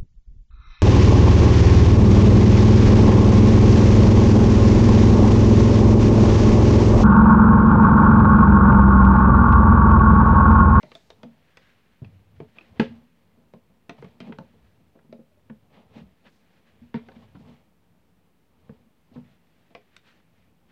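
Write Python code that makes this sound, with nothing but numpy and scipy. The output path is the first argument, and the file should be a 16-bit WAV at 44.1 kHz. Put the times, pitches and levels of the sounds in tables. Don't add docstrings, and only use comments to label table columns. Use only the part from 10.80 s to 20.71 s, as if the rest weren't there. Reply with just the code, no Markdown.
import sys
import numpy as np
from scipy import signal
from scipy.fft import rfft, irfft
from scipy.io import wavfile

SR = 44100
rng = np.random.default_rng(int(sys.argv[2]) if len(sys.argv) > 2 else 0)


def ratio_of_db(decibels):
    return 10 ** (np.asarray(decibels, float) / 20)


def digitize_waveform(pressure):
    field = np.atleast_2d(pressure).T
    bounded = np.clip(field, -1, 1)
    quanta = np.round(bounded * 32767).astype(np.int16)
    wavfile.write(sys.argv[1], SR, quanta)


N = 437031
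AFTER = np.arange(SR // 2) / SR

# (frequency [Hz], level [dB], t60 [s])
BOOM = [(151, -2.5, 0.42), (190, -4.5, 0.38), (221, 4, 0.12), (275, -13, 0.45)]
# (frequency [Hz], level [dB], t60 [s])
PANEL = [(354, -10.5, 0.048), (437.4, -2, 0.095), (516, -4.5, 0.052), (615, -6.5, 0.044),
         (710, -11.5, 0.11), (783, -10, 0.066), (863.6, -8.5, 0.11), (925, -9, 0.1), (1050, -12.5, 0.16),
         (1240, -11.5, 0.0062)]


def rms_one(x):
    return x / np.sqrt(np.mean(x ** 2) + 1e-20)


def peak_one(x):
    return x / (np.max(np.abs(x)) + 1e-12)


def band(x, low_hz, high_hz):
    return signal.sosfilt(signal.butter(2, [low_hz, high_hz], "band", fs=SR, output="sos"), x)


def coloured(x, points):
    hz, level_db = np.transpose(points)
    log_hz = np.log(np.fft.rfftfreq(N, 1 / SR) + 1)
    shape_db = np.interp(log_hz, np.log(hz), level_db)
    shape_db -= 40 * np.maximum(log_hz - np.log(hz[-1]), 0)
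    return rms_one(irfft(rfft(x) * ratio_of_db(shape_db), N))


def resonate(x, hz, width_hz):
    r = np.exp(-np.pi * width_hz / SR)
    feedback = [1, -2 * r * np.cos(2 * np.pi * hz / SR), r * r]
    return signal.lfilter((1 - r * r) / 2 * np.array([1, 0, -1]), feedback, x)


def drift(rate_per_s):
    steps = rng.standard_normal(4000)
    return np.interp(np.arange(N) / SR * rate_per_s, np.arange(len(steps)), steps)


def stroke(middle_s, length_s):
    out = np.zeros(N)
    first = max(round((middle_s - length_s) * SR), 0)
    last = min(round((middle_s + length_s) * SR), N)
    near = np.arange(first, last)
    out[near] = np.cos(np.pi / 2 * np.clip((near / SR - middle_s) / length_s, -1, 1)) ** 2
    return out


def struck(modes, spread_db):
    hz, level_db, t60_s = np.transpose(modes)[:, :, None]
    luck = rng.standard_normal((len(modes), 1))
    decay = ratio_of_db(level_db + spread_db * luck - 60 * AFTER / t60_s)
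    return peak_one(np.sum(decay * np.sin(2 * np.pi * hz * AFTER), axis=0))


def dying(low_hz, high_hz, t60_s):
    return peak_one(band(rng.standard_normal(len(AFTER)) * ratio_of_db(-60 * AFTER / t60_s), low_hz, high_hz))


def rattled(ringing, length_s, cut_hz):
    chatter = rng.standard_normal(SR // 16) * np.exp(-AFTER[:SR // 16] / length_s)
    chatter[0] = 5.35
    soft = signal.sosfilt(signal.butter(4, cut_hz, fs=SR, output="sos"), chatter)
    soft = band(soft, 120, cut_hz)
    return peak_one(signal.fftconvolve(ringing, soft)[:len(AFTER)])


def add(out, s, sound):
    i = round(s * SR)
    out[i:i + len(sound)] += sound[:N - i]


def background():
    # (frequency [Hz], width [Hz], level [dB])
    hum_bands = [(89, 14, -86.5), (169, 9, -70.5)]
    # (frequency [Hz], density [dB per Hz])
    air_and_hiss_points = [(20, -35), (33, -35), (50, 0), (80, -3), (170, -7), (300, -5.5), (600, -18),
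                           (1200, -19), (2500, -21), (4000, -28), (6500, -32.5), (10000, -32.5), (16000, -30.5)]
    hum = sum(ratio_of_db(level_db) * rms_one(resonate(rng.standard_normal(N), hz, width_hz))
              for hz, width_hz, level_db in hum_bands)
    return hum + ratio_of_db(-67.5) * coloured(rng.standard_normal(N), air_and_hiss_points)


def room():
    # (frequency [Hz], t60 [s], level [dB])
    room_bands = [(486, 0.16, -3.5), (1200, 0.084, -10), (2510, 0.25, -11.5), (4686, 0.14, -8),
                  (9050, 0.091, -21.5)]
    half_width = 1.55
    tail = np.zeros(len(AFTER))
    for hz, t60_s, level_db in room_bands:
        noise = rms_one(band(rng.standard_normal(len(AFTER)), hz / half_width, hz * half_width))
        gain = ratio_of_db(level_db) * np.sqrt(hz / t60_s / SR ** 2 * 30)
        tail += gain * noise * ratio_of_db(-60 * AFTER / t60_s)
    return tail * np.clip((AFTER - .004) / 0.0016, 0, 1)


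def squeaks():
    # (middle [s], length [s], level [dB], frequency [Hz], width [Hz])
    squeak_events = [(0.035, 0.11, -63.5, 2030, 260), (0.092, 0.07, -69, 3980, 260),
                     (0.19, 0.078, -69, 3600, 240), (6.265, .03, -72, 3600, 250),
                     (3.453, .05, -64, 2450, 150)]
    out = np.zeros(N)
    for middle_s, length_s, level_db, hz, width_hz in squeak_events:
        tone = resonate(resonate(rng.standard_normal(N), hz, width_hz), hz, 3 * width_hz)
        out += ratio_of_db(level_db) * stroke(middle_s, length_s) * rms_one(tone)
    return out


def drag():
    # (time [s], level [dB])
    handling = [(0, -70), (.3, -75), (.88, -62.5), (1.1, -69), (1.45, -74), (1.8, -65.5), (2.4, -73),
                (3.1, -77.5), (3.64, -68.5), (4.2, -76.5), (4.8, -78), (5.5, -70.5), (6.7, -74),
                (6.95, -84), (8.1, -80), (8.85, -70), (9.08, -71), (9.62, -86)]
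    # (middle [s], length [s], scuff [dB], body [dB], floor shake [dB])
    leans = [(0.136, 0.11, -70, -63, -93), (0.304, 0.18, -88, -90, -69), (0.5, 0.18, -78, -63.5, -80),
             (0.86, 0.15, -74, -91, -78), (1.346, 0.14, -76.5, -67, -51.5), (1.584, 0.19, -87, -77, -53.5),
             (2.061, 0.23, -68, -58, -52.5), (2.543, 0.43, -100, -86.5, -73),
             (3.237, 0.19, -66.5, -59.5, -62), (3.58, 0.27, -84, -66, -62), (3.937, 0.37, -99, -82, -67),
             (4.748, 0.37, -87, -82.5, -67), (5.135, 0.27, -74.5, -64, -62), (6.018, 0.11, -76.5, -68, -55),
             (6.323, 0.26, -68.5, -61, -60), (6.546, 0.26, -79, -80, -56), (6.75, 0.18, -72, -70.5, -66),
             (7.156, 0.31, -93.5, -83.5, -72.5), (7.9, 0.19, -73.5, -67.5, -62),
             (8.416, 0.19, -72.5, -68, -59.5), (9.573, 0.34, -76.5, -108, -71.5)]
    # (middle [s], length [s], scuff [dB], body [dB], fizz [dB])
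    slips = [(0.178, 0.32, -82, -84, -74.5), (1.567, 0.013, -74, -93, -98), (1.77, 0.021, -61, -56, -99),
             (1.852, 0.066, -65.5, -64, -95), (1.974, 0.014, -61, -59, -99), (3.19, 0.014, -65, -52, -87),
             (3.475, 0.07, -58, -49.5, -82), (3.863, .05, -74.5, -81, -93.5), (4.971, 0.087, -61, -53, -90),
             (5.172, 0.075, -59.5, -56.5, -82), (5.177, 0.034, -59.5, -56, -77),
             (5.469, 0.036, -55.5, -58, -92), (5.54, 0.13, -101, -82, -79),
             (5.756, 0.11, -73.5, -76, -89.5), (5.896, 0.076, -69.5, -87, -96),
             (6.362, 0.016, -61, -57, -89), (6.428, 0.034, -72, -66, -88), (6.561, 0.02, -63, -50, -95),
             (6.604, 0.046, -74, -66, -82), (6.697, 0.11, -66.5, -59, -84), (8.371, 0.042, -66, -54.5, -92),
             (8.504, 0.087, -75.5, -84, -93.5), (9.168, 0.0028, -59, -90, -56),
             (9.155, 0.056, -65, -85, -90), (9.283, 0.064, -59, -80, -76), (9.365, 0.068, -68, -85, -85),
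             (9.606, 0.12, -78, -94, -94), (9.91, 0.066, -67.5, -82, -86)]
    # (frequency [Hz], density [dB per Hz])
    scuff_points = [(200, -22.5), (500, -13.5), (1000, -3.5), (1600, 3.5), (2400, -1), (3300, -5),
                    (4300, -13.5), (5500, -29)]
    # (frequency [Hz], density [dB per Hz])
    fizz_points = [(2500, -32), (4000, -3), (5500, -3.5), (7500, -9.5), (11000, -20.5)]

    busy_db = np.interp(np.arange(N) / SR, *np.transpose(handling))
    swing_db = busy_db + 73
    scuff_gain = ratio_of_db(busy_db)
    body_gain = ratio_of_db(-68.5 + 0.11 * swing_db)
    shake_gain = ratio_of_db(-74.5 + 0.1 * swing_db)
    for middle_s, length_s, scuff_db, body_db, shake_db in leans:
        shape = stroke(middle_s, length_s)
        scuff_gain += ratio_of_db(scuff_db) * shape
        body_gain += ratio_of_db(body_db) * shape
        shake_gain += ratio_of_db(shake_db) * shape
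    fizz_gain = ratio_of_db(-18) * scuff_gain
    for middle_s, length_s, scuff_db, body_db, fizz_db in slips:
        shape = stroke(middle_s, length_s)
        scuff_gain += ratio_of_db(scuff_db) * shape
        body_gain += ratio_of_db(body_db) * shape
        fizz_gain += ratio_of_db(fizz_db) * shape

    grains = (rng.random(N) < 9000 / SR) * rng.choice([-1, 1], N)
    grains = grains * ratio_of_db(1.66 * np.minimum(rng.exponential(1, N), 4))
    scuff = coloured(grains, scuff_points) * scuff_gain + coloured(grains, fizz_points) * fizz_gain
    scuff *= ratio_of_db(1.2 * drift(70))
    body = sum(ratio_of_db(level_db) * resonate(grains, hz, 2.8 / t60_s + 12) / np.sqrt(hz)
               for hz, level_db, t60_s in BOOM + PANEL)
    body = rms_one(band(body, 130, 1500))
    shake = resonate(resonate(rng.standard_normal(N), 96, 40), 67, 90)
    shake = rms_one(shake + ratio_of_db(-20.0) * resonate(rng.standard_normal(N), 40, 20))
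    return scuff + body * body_gain * ratio_of_db(1.9 * drift(25)) + shake * shake_gain


def single_modes(events):
    out = np.zeros(N)
    for s, peak_db, hz, t60_s in events:
        onset = 1 - np.exp(-AFTER / max(.0008, 0.56 / hz))
        add(out, s, ratio_of_db(peak_db) * peak_one(struck([(hz, 0, t60_s)], spread_db=0) * onset))
    return out


def clinks():
    # (time [s], peak [dB], frequency [Hz], t60 [s])
    clink_events = [(.152, -33.5, 3530, 0.011), (1.246, -48, 2600, 0.025), (1.600, -44, 422, 0.11),
                    (1.7851, -31.5, 2510, 0.012), (1.8101, -42.5, 2570, 0.021), (4.515, -62, 597, 0.15),
                    (4.572, -59, 597, 0.14), (4.700, -45.5, 400, 0.062), (6.142, -46, 3500, 0.026),
                    (6.1431, -33, 925, 0.084), (6.287, -42, 761, 0.049), (7.895, -54, 904, 0.03),
                    (1.786, -44, 3300, 0.0116)]
    return single_modes(clink_events)


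def rings():
    # (time [s], peak [dB], frequency [Hz], t60 [s])
    ring_events = [(1.9985, -18, 1600, 0.028), (1.998, -23, 350, .08), (1.999, -27, 860, 0.087),
                   (2.003, -33.5, 1335, .07), (1.999, -34.5, 4400, .02), (6.143, -29.5, 428, 0.1),
                   (6.143, -40, 2120, 0.029), (6.143, -47, 1520, 0.043), (3.408, -48, 2700, .025),
                   (3.095, -46, 3200, 0.012), (4.699, -56, 1150, .04), (4.699, -51, 1790, 0.02),
                   (2.738, -55, 1100, 0.043), (1.602, -43, 333, .08), (3.59, -43, 895, .05),
                   (0.434, -43, 637, .05), (8.951, -48, 1150, 0.046), (9.165, -49, 1400, 0.012),
                   (0.034, -40.5, 620, 0.065), (3.8, -51, 63, 0.21), (3.81, -68, 60, .15),
                   (4.07, -62, 61, 0.19), (3.412, -37.5, 232, 0.33), (0.451, -34.5, 232, 0.21),
                   (8.37, -46, 130, .3), (5.22, -51.5, 61, 0.24), (1.9, -52, 82, .2)]
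    return single_modes(ring_events)


def overtones():
    # (time [s], peak [dB], frequency [Hz], t60 [s])
    overtone_events = [(2.003, -36, 1065, .09), (1.998, -27, 2550, .01), (1.998, -24, 2000, .015),
                       (1.998, -25, 890, 0.036), (2.012, -33, 533, .12), (1.998, -23, 422, .04),
                       (2.105, -41, 229.2, 0.49), (1.999, -33, 2940, 0.061), (6.15, -45, 505, .1),
                       (6.143, -45, 1870, .07), (6.143, -47, 649, .12), (6.19, -55, 1010, .05),
                       (6.287, -51, 2050, .02), (6.287, -49, 1500, .03), (6.292, -47, 523, 0.053),
                       (6.425, -54.5, 1080, .06), (6.553, -53, 1410, .03), (6.651, -57, 1096, .06),
                       (3.096, -50, 927, .06), (3.096, -49, 1334, .05), (3.096, -49, 2024, .03),
                       (3.096, -51, 2369, .05), (3.096, -48, 3500, .03), (3.404, -44, 3150, .02),
                       (0.3035, -50, 2950, .012), (0.3035, -50, 3700, .015), (1.602, -45, 870, .07),
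                       (0.772, -47.5, 1800, .02), (2.742, -44, 232, .2), (4.7, -42, 524, 0.062),
                       (4.706, -36.5, 214.5, 0.14), (4.329, -43.5, 590, .05), (4.345, -42, 228, 0.13),
                       (4.392, -47.5, 521, 0.063), (8.362, -46, 498, .1), (8.362, -52, 910, 0.092),
                       (8.365, -55, 1300, 0.062), (8.951, -50, 2026, .07), (8.951, -44.5, 420, .05),
                       (5.157, -41, 225, .1), (5.172, -35.5, 230, 0.075), (0.434, -44, 500, 0.065),
                       (8.975, -52, 417, .06)]
    return single_modes(overtone_events)


def buzzes():
    # (time [s], peak [dB], low edge [Hz], high edge [Hz], t60 [s])
    buzz_events = [(2.02, -47, 2600, 5200, .25), (8.336, -61, 2800, 4600, .08),
                   (8.347, -60, 2800, 5000, .06), (2.01, -38, 1500, 3600, .2),
                   (3.5862, -38, 1000, 4500, .008), (7.894, -50, 500, 2200, .01),
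                   (0.3032, -46, 1800, 4200, .02), (0.432, -46, 1500, 3200, .025),
                   (4.327, -48, 900, 3000, .03), (6.1418, -36, 700, 4000, .01),
                   (1.602, -48, 1300, 2600, .015), (6.2865, -46, 600, 2200, .02),
                   (6.286, -58, 3500, 6000, .04), (6.318, -58, 3400, 4500, .04),
                   (6.548, -58, 2500, 4200, .04), (9.4, -55, 600, 2000, .03), (0.152, -56, 3700, 7500, .2)]
    out = np.zeros(N)
    for s, peak_db, low_hz, high_hz, t60_s in buzz_events:
        rattle = band(dying(low_hz, high_hz, t60_s), low_hz / 2, high_hz)
        add(out, s, ratio_of_db(peak_db) * peak_one(rattle))
    return out


def ticks():
    tick_times_s = [0.029, 0.1517, 0.3026, 0.432, 0.771, 1.9975, 2.737, 3.0945, 3.4028, 4.3264, 6.1415,
                    8.34, 8.906, 9.165, 9.165, 9.178, 2.001, 6.146, 3.5862, 3.523, 6.286, 7.894, 8.36,
                    3.219, 3.243, 3.178, 1.96, 1.645, 6.552, 0.117, 3.41, 4.697]
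    # (peak [dB], low edge [Hz], high edge [Hz], t60 [s])
    tick_bands = [(-43, 2500, 6100, .02), (-50, 5000, 15000, .015), (-45, 2100, 8100, 0.023),
                  (-53, 3000, 7800, .015), (-55, 4000, 11000, .012), (-48, 5500, 11000, .02),
                  (-54, 3000, 6500, .015), (-47, 3300, 10400, .02), (-52, 2400, 9600, 0.018),
                  (-52, 3400, 6200, .015), (-53, 3800, 6300, .02), (-56, 2600, 6000, .04),
                  (-54, 600, 3500, .015), (-39, 2000, 4400, 0.0098), (-52, 5500, 13000, .007),
                  (-65, 3000, 9000, .01), (-32, 800, 4300, 0.22), (-39.5, 770, 4000, 0.2),
                  (-33.5, 1100, 3840, 0.011), (-36, 1300, 3500, .03), (-47, 540, 1900, .06),
                  (-53, 500, 1800, .03), (-46.5, 740, 2300, 0.098), (-60, 5000, 11000, .012),
                  (-56, 3000, 8500, 0.036), (-56, 1500, 4500, .05), (-54, 970, 3500, .02),
                  (-54, 600, 2000, .02), (-48, 460, 1900, .05), (-44, 2700, 5200, .015),
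                  (-42, 970, 4400, 0.095), (-46, 710, 3500, 0.017)]
    out = np.zeros(N)
    for s, (peak_db, low_hz, high_hz, t60_s) in zip(tick_times_s, tick_bands):
        spit = band(dying(low_hz, high_hz, t60_s), low_hz / 2, high_hz * 0.67)
        add(out, s, ratio_of_db(peak_db) * peak_one(spit))
    return out


def thuds():
    # (time [s], boom peak [dB], frequency [Hz], panel [dB], t60 [s])
    thud_events = [(1.217, -28, 129, -43, 0.061), (1.252, -37.5, 116, -66, 0.12),
                   (2.574, -50, 235, -61, 0.13), (2.899, -56.5, 198, -55, 0.22),
                   (3.19, -42.5, 140, -69, 0.21), (3.469, -38, 190, -42.5, 0.24),
                   (3.493, -32, 226, -34.5, 0.091), (3.734, -53, 228, -52.5, 0.033),
                   (3.996, -54, 207, -63, .15), (4.152, -52, 227.4, -47, 0.29),
                   (4.292, -44.5, 225, -54, 0.15), (4.388, -41.5, 231, -48, 0.14),
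                   (5.164, -38, 221, -44.5, 0.16), (5.213, -36, 177, -52.5, 0.095),
                   (6.016, -40, 237.4, -59, 0.26), (6.596, -39.5, 232, -51, 0.036),
                   (6.669, -40.5, 237.4, -57, 0.26), (8.059, -53, 230.4, -61, 0.16),
                   (8.313, -49, 240, -49.5, 0.1), (8.357, -31.5, 241.7, -42.5, 0.2),
                   (8.904, -67, 319, -50, 0.16), (1.27, -47, 96.6, -75, 0.94), (4.245, -53, 231, -53, 0.12)]
    out = np.zeros(N)
    push = np.hanning(round(0.0026 * SR))
    for s, boom_db, hz, panel_db, t60_s in thud_events:
        walls_db = -10.5 + 10 * np.log2(hz / 220)
        walls = [(wall_hz, level_db + walls_db, wall_t60_s) for wall_hz, level_db, wall_t60_s in BOOM]
        low = struck([(hz, 0, t60_s)] + walls, spread_db=4.0) * (1 - np.exp(-AFTER / 0.0045))
        low = peak_one(np.convolve(low, push))[:len(AFTER)]
        panel = (1 - np.exp(-AFTER / 0.0054)) * dying(166, 516, 0.086)
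        add(out, s, ratio_of_db(boom_db) * low + ratio_of_db(panel_db + 5.0) * panel)
    return out


def booms():
    # (time [s], peak [dB], frequency [Hz], share ringing after settling [ratio])
    boom_events = [(0.035, -36.5, 178, 0.13), (0.148, -51, 231, 0.08), (0.435, -32.5, 221.6, 0.88),
                   (1.602, -28.5, 278, 0.08), (1.996, -5, 223.4, 0.18), (2.74, -35.5, 183, 0.072),
                   (3.092, -28.5, 275, 0.08), (3.225, -50, 196, 0.08), (3.243, -30, 178, 0.086),
                   (3.404, -29.5, 184, 0.074), (3.52, -40, 234, 0.08), (3.586, -26, 210.6, 0.073),
                   (4.328, -37.5, 225, 0.4), (4.698, -32.5, 221, 0.4), (6.145, -14.5, 228, 0.08),
                   (6.365, -35, 230, 0.093), (6.549, -30.5, 181, 0.092), (7.894, -29, 211, 0.077),
                   (8.948, -47, 279, 0.08)]
    out = np.zeros(N)
    swell = 1 - np.exp(-AFTER / 0.0022)
    settle = 1 / (1 + np.exp((AFTER - .036) / 0.0014))
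    cavity = ratio_of_db(-21.5) * struck([(231, 0, 0.59), (246, -7.5, 0.59)], spread_db=0.5)
    for s, boom_db, hz, left in boom_events:
        walls = struck(BOOM + [(hz, 0, .25)], spread_db=4.0) * (settle + left * (1 - settle))
        add(out, s, ratio_of_db(boom_db) * swell * (walls + cavity))
    return out


def hard_blow(crack_db, crack_hz, panel_db, panel_hz, edge_db, cut_ratio):
    # (frequency [Hz], level [dB], t60 [s])
    shell_modes = [(1340, -5, .006), (1604, -3, .006), (2010, -5, .005), (2300, -5, .005), (2600, -3, .006),
                   (3200, -7, .004), (3700, -9, .004), (4400, -14, .004)]
    uneven_db = 2.5
    crack = struck(shell_modes + [(crack_hz, 0.8, .008)], uneven_db)
    crack = rattled(crack, 0.0056, cut_ratio * crack_hz) + ratio_of_db(-22.0) * dying(1200, 3000, 0.18)
    panel = struck(PANEL + [(panel_hz, 6.0, .05)], uneven_db)
    panel = rattled(panel, 0.0025, 1500) + ratio_of_db(-11.0) * dying(270, 640, 0.13)
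    spit = ratio_of_db(edge_db + 0.24 * (crack_db + 37.0)) * dying(2900, 5100, 0.015)
    return ratio_of_db(crack_db) * crack + ratio_of_db(panel_db + 8.5) * panel + spit


def snaps():
    # (time [s], crack peak [dB], crack frequency [Hz], panel [dB], panel frequency [Hz])
    edge_blows = [(0.152, -37, 3400, -48, 663), (0.303, -39, 1600, -47, 645), (0.432, -39, 3300, -44, 600),
                  (0.771, -38, 1940, -57, 530), (3.0946, -29, 2150, -37.5, 720),
                  (3.4032, -34, 2450, -44, 636), (8.95, -31.5, 2400, -42.5, 700),
                  (9.1652, -41, 3560, -71, 1200)]
    out = np.zeros(N)
    for s, *blow in edge_blows:
        add(out, s, hard_blow(*blow, edge_db=-42.5, cut_ratio=2.16))
    return out


def knocks():
    # (time [s], crack peak [dB], crack frequency [Hz], panel [dB], panel frequency [Hz])
    face_blows = [(0.033, -45, 2050, -42.5, 604), (8.357, -62, 1500, -53.5, 940),
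                  (0.1174, -37.5, 2120, -51.5, 493), (1.2461, -42, 2540, -59, 910),
                  (1.602, -45, 2300, -37.5, 430), (1.7856, -37.5, 2380, -56, 975),
                  (1.8097, -48, 2600, -53.5, 327), (1.9975, -12.5, 2396, -21, 413),
                  (3.2245, -37.5, 2244, -43, 467), (3.5229, -37, 1700, -42, 890),
                  (3.586, -41.5, 1800, -38.5, 530), (4.19, -49, 1450, -60.5, 615),
                  (4.6993, -43, 1660, -46.5, 538), (6.142, -30.5, 1840, -39.5, 422),
                  (6.286, -44.5, 1900, -49, 755), (6.317, -47, 1800, -60, 665),
                  (7.894, -51.5, 1810, -49, 444), (2.737, -48.5, 2300, -44.5, 615),
                  (3.246, -39, 1546, -48, 406), (4.3264, -44, 2280, -41, 610)]
    out = np.zeros(N)
    for s, *blow in face_blows:
        add(out, s, hard_blow(*blow, edge_db=-66, cut_ratio=2.22))
    return out


def scene():
    steady = background() + squeaks() + drag()
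    close = clinks()
    blows = rings() + overtones() + buzzes() + ticks() + thuds() + booms() + snaps() + knocks()
    echo = signal.fftconvolve(blows + ratio_of_db(-5.5) * close, room())[:N]
    return (steady + close + blows + echo)[None]


def top_cut(x):
    return signal.sosfilt(signal.butter(12, 15700, fs=SR, output="sos"), x)


def record(dry):
    heard = signal.sosfilt(signal.butter(6, 46.0, "high", fs=SR, output="sos"), dry)
    rounded = 0.57 * np.tanh(heard / 0.66)
    top = signal.ellip(10, .5, 70, 15850, fs=SR, output="sos")
    return top_cut(signal.sosfilt(top, rounded) - .0005)


dry = scene()
out = record(dry)
digitize_waveform(out)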